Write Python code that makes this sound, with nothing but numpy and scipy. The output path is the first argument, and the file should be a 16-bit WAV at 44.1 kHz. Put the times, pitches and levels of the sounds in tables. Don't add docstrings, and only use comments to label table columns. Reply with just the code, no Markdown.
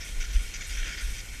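import sys
import numpy as np
from scipy import signal
from scipy.fft import rfft, irfft
from scipy.io import wavfile
from scipy.ndimage import uniform_filter1d

SR = 44100
rng = np.random.default_rng(int(sys.argv[2]) if len(sys.argv) > 2 else 0)


def attenuation_scalar(level_db):
    decades = np.asarray(level_db, float) / 20
    return 10 ** decades


def store_pcm(level_fs):
    pcm = np.round(np.clip(level_fs, -1, 1) * 32767).astype(np.int16)
    wavfile.write(sys.argv[1], SR, np.atleast_2d(pcm).T)


N = 61739
T = np.arange(N) / SR


def rms_one(x):
    return x / np.sqrt(np.mean(x ** 2) + 1e-20)


def drift(rate_hz):
    step = 40
    pole = np.exp(-2 * np.pi * step * rate_hz / SR)
    settle = 2000
    noise = rng.standard_normal(N // step + settle + 2)
    slow = signal.lfilter([1], [1, -2 * pole, pole * pole], noise)[settle:]
    return np.interp(np.arange(N) / step, np.arange(len(slow)), rms_one(slow))


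def coloured(spectrum, patchy_db):
    hz = np.fft.rfftfreq(N, 1 / SR) + 1
    knots_hz, knots_db = np.transpose(spectrum)
    octaves_outside = np.maximum(np.log2(knots_hz[0] / hz), np.log2(hz / knots_hz[-1]))
    level_db = np.interp(np.log(hz), np.log(knots_hz), knots_db) - 14 * np.maximum(0, octaves_outside)
    noise = irfft(rfft(rng.standard_normal(N)) * attenuation_scalar(level_db), N)
    return rms_one(noise) * attenuation_scalar(patchy_db * drift(15))


def evened(x, share):
    return rms_one(x / uniform_filter1d(x ** 2, size=700) ** (share / 2))


def housing(drive, resonances, edges_hz, patchy_db):
    modes = 0
    for k, (hz, width_hz, db) in enumerate(resonances):
        r = np.exp(-np.pi * width_hz / SR)
        polarity = (-1) ** k
        push = drive * attenuation_scalar(db + patchy_db * drift(10.5)) * polarity
        zeros = [(1 - r * r) / 2, 0, (r * r - 1) / 2]
        poles = [1, -2 * r * np.cos(2 * np.pi * hz / SR), r * r]
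        modes = modes + signal.lfilter(zeros, poles, push)
    band = signal.butter(4, edges_hz, "band", fs=SR, output="sos")
    return evened(signal.sosfilt(band, modes), share=0.7)


# (time [s], level [dB])
GLIDE_LOAD = [
    (0.0, -48.5),
    (0.306, -47),
    (0.88, -45),
    (1.21, -48.5),
    (1.4, -48),
]
# (frequency [Hz], width [Hz], level [dB])
CASE_LOW = [(1442.5, 93, 1), (1823, 170, -1), (2233, 242, 2.5), (2810, 380, -5), (3160, 180, 1),
            (3686, 264, -0.5)]
CASE_HIGH = [(4820, 580, -9), (5730, 334, 0.5), (5852, 600, -1.5), (7150, 440, -17)]
CASE_TOP = [(4313, 310, 6.5), (8210, 190, 0.5)]
# (lower edge [Hz], upper edge [Hz])
LOW_EDGES = [1340, 3440]
HIGH_EDGES = [4540, 8570]
TOP_EDGES = [3900, 8670]
# (frequency [Hz], density [dB per Hz])
RUMBLE = [(53, -25), (90, -0.5), (152, -8.5), (460, -16), (636, -20), (1030, -21), (1300, -21), (1690, -58),
          (2860, -120)]


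def glide():
    load_db = np.interp(T, *np.transpose(GLIDE_LOAD))
    rub = rng.standard_normal(N) * attenuation_scalar(1.3 * drift(35))
    case = housing(rub, CASE_LOW, LOW_EDGES, patchy_db=1.65)
    case = case + attenuation_scalar(-4) * housing(rub, CASE_HIGH, HIGH_EDGES, patchy_db=0.6)
    case = case + attenuation_scalar(-7) * housing(rub, CASE_TOP, TOP_EDGES, patchy_db=2.0)
    rumble_db = -52 + 0.64 * (load_db - load_db.mean())
    return attenuation_scalar(load_db) * case + attenuation_scalar(rumble_db) * coloured(RUMBLE, patchy_db=1.05)


def grains():
    grains_per_s, spread_db, flutter_db = 7000, 3, 0.5
    sizes = attenuation_scalar(spread_db * np.minimum(rng.exponential(1, N), 4)) * rng.choice([-1, 1], N)
    breaks = rms_one((rng.random(N) < grains_per_s / SR) * sizes)
    return (breaks + 0.38 * rng.standard_normal(N)) * attenuation_scalar(flutter_db * drift(49))


# (time [s], length [s], level [dB], upper resonances [dB], deepest resonances [dB])
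CRUNCHES = [(.006, 0.032, -46, 2, 1.5), (0.029, 0.065, -46, -2.5, -1), (.202, 0.028, -40, -0.5, -2.5),
            (0.239, 0.016, -45, -0.5, 4), (0.302, 0.013, -47, 0, -2), (.332, .022, -47, 2, -1),
            (.356, .011, -39, -6, -1), (.39, .09, -49, -5, -2), (.538, .010, -41, 5, -2),
            (.552, .017, -43, 1, -2), (0.608, 0.019, -41, -1.5, -0.5), (0.633, 0.028, -51, 5, 7),
            (.695, 0.066, -43.5, -0.5, -0.5), (0.771, 0.047, -41, -4, 3), (0.826, 0.0084, -37, -22, 4),
            (.843, 0.11, -39.5, -4.5, 3), (0.974, 0.048, -42, -3, 3.5), (1.026, 0.014, -46.5, -5, 3),
            (1.037, 0.1, -47, -2, -14), (1.137, 0.039, -45.5, -0.5, -12), (1.181, 0.029, -44.5, 1, -8),
            (1.333, 0.024, -49, -21, 2.5)]
# (frequency [Hz], width [Hz], level [dB])
CRUST_HIGH = [(4820, 580, -2.5), (5430, 215, 0), (5920, 330, 2), (6920, 240, -6)]


def crunch():
    attack_s, release_s, sag_db_per_s = 0.001, 0.003, -35
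    low, high, deep = np.zeros((3, N))
    for start, length, db, upper_db, deep_db in CRUNCHES:
        since = T - start
        shape = np.clip(since / attack_s, 0, 1) * np.exp(-np.maximum(0, since - length) / release_s)
        shape = shape * attenuation_scalar(db + sag_db_per_s * np.clip(since, 0, length))
        low = np.maximum(low, shape)
        high = np.maximum(high, shape * attenuation_scalar(upper_db))
        deep = np.maximum(deep, shape * attenuation_scalar(deep_db - 5))
    body = grains()
    deep_part = deep * housing(body, CASE_LOW[:2], LOW_EDGES, patchy_db=-0.1)
    low_part = low * housing(body, CASE_LOW[2:], LOW_EDGES, patchy_db=0.5)
    high_part = high * housing(grains(), CRUST_HIGH, HIGH_EDGES, patchy_db=3.2)
    return deep_part + low_part + high_part


# (time [s], level [dB], 60 dB decay time [s])
SPRAYS = [
    (.047, -49.5, 1),
    (0.326, -51.5, 0.84),
    (.42, -55, 0.41),
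    (.668, -47.5, 0.95),
    (.87, -65, 0.86),
    (1.008, -49.5, 1),
    (1.1, -57.5, 1),
    (1.185, -70, 0.32),
    (1.33, -60, .5),
]
# (frequency [Hz], density [dB per Hz])
SPRAY = [(4120, -38), (7000, -20), (7210, -7), (8370, 8.5), (8670, 3), (12300, -2), (15200, -19)]
HISS = [(4410, -9), (7500, -1), (9220, -6.5), (9960, -6.5), (12700, -7), (15200, -21)]


def spray():
    level = np.zeros(N)
    for start, db, t60 in SPRAYS:
        since = T - start
        level += np.clip(since / 0.0011, 0, 1) * attenuation_scalar(db - 60 * np.maximum(since, 0) / t60)
    return level * coloured(SPRAY, patchy_db=0.6) + attenuation_scalar(-52.5) * coloured(HISS, patchy_db=0.3)


# (centre time [s], peak level [dB], frequency [Hz], half length [s])
BUFFETS = [(0.072, -34, 41.7, 0.063), (0.13, -24, 38.5, 0.017), (0.188, -21.5, 25.5, 0.041),
           (0.266, -37.5, 31.8, 0.023), (0.3, -30, 46.4, 0.037), (.364, -12, 39.2, 0.015),
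           (0.396, -22.5, 42.6, 0.018), (0.448, -31, 26, 0.012), (0.491, -30.5, 26.3, 0.021),
           (0.589, -33.5, 27.1, 0.046), (0.684, -33, 46.6, 0.0081), (0.716, -27.5, 46.2, 0.015),
           (0.745, -30, 41.5, 0.017), (0.785, -25, 40.8, 0.017), (.818, -21, 30.3, 0.023),
           (0.882, -27.5, 35.2, 0.017), (1.047, -21, 40, .022), (1.083, -24, 42, .016),
           (1.124, -27, 27, .018), (1.193, -35, 32, .025), (1.289, -38, 41, 0.057),
           (1.371, -37, 47.5, 0.056)]
# (frequency [Hz], density [dB per Hz])
WIND = [(12, -22), (20, 0), (54, -3), (130, -25.5), (170, -55), (290, -120)]


def wind():
    lag = 0.21
    pushes = np.zeros(N)
    for centre, db, hz, half in BUFFETS:
        since = T - centre
        swell = np.exp(-(since / half - lag) ** 2)
        pushes -= attenuation_scalar(db) * swell * np.cos(2 * np.pi * hz * since)
    return pushes + attenuation_scalar(-42.5) * coloured(WIND, patchy_db=0.8)


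def scene():
    return (glide() + crunch() + spray() + wind())[None]


def band_limit(x):
    return signal.sosfilt(signal.butter(12, 15340, fs=SR, output="sos"), x)


def record(dry):
    port = signal.butter(2, 14200, fs=SR, output="sos")
    mix = signal.sosfilt(port, dry)
    return band_limit(mix)


dry = scene()
out = record(dry)
store_pcm(out)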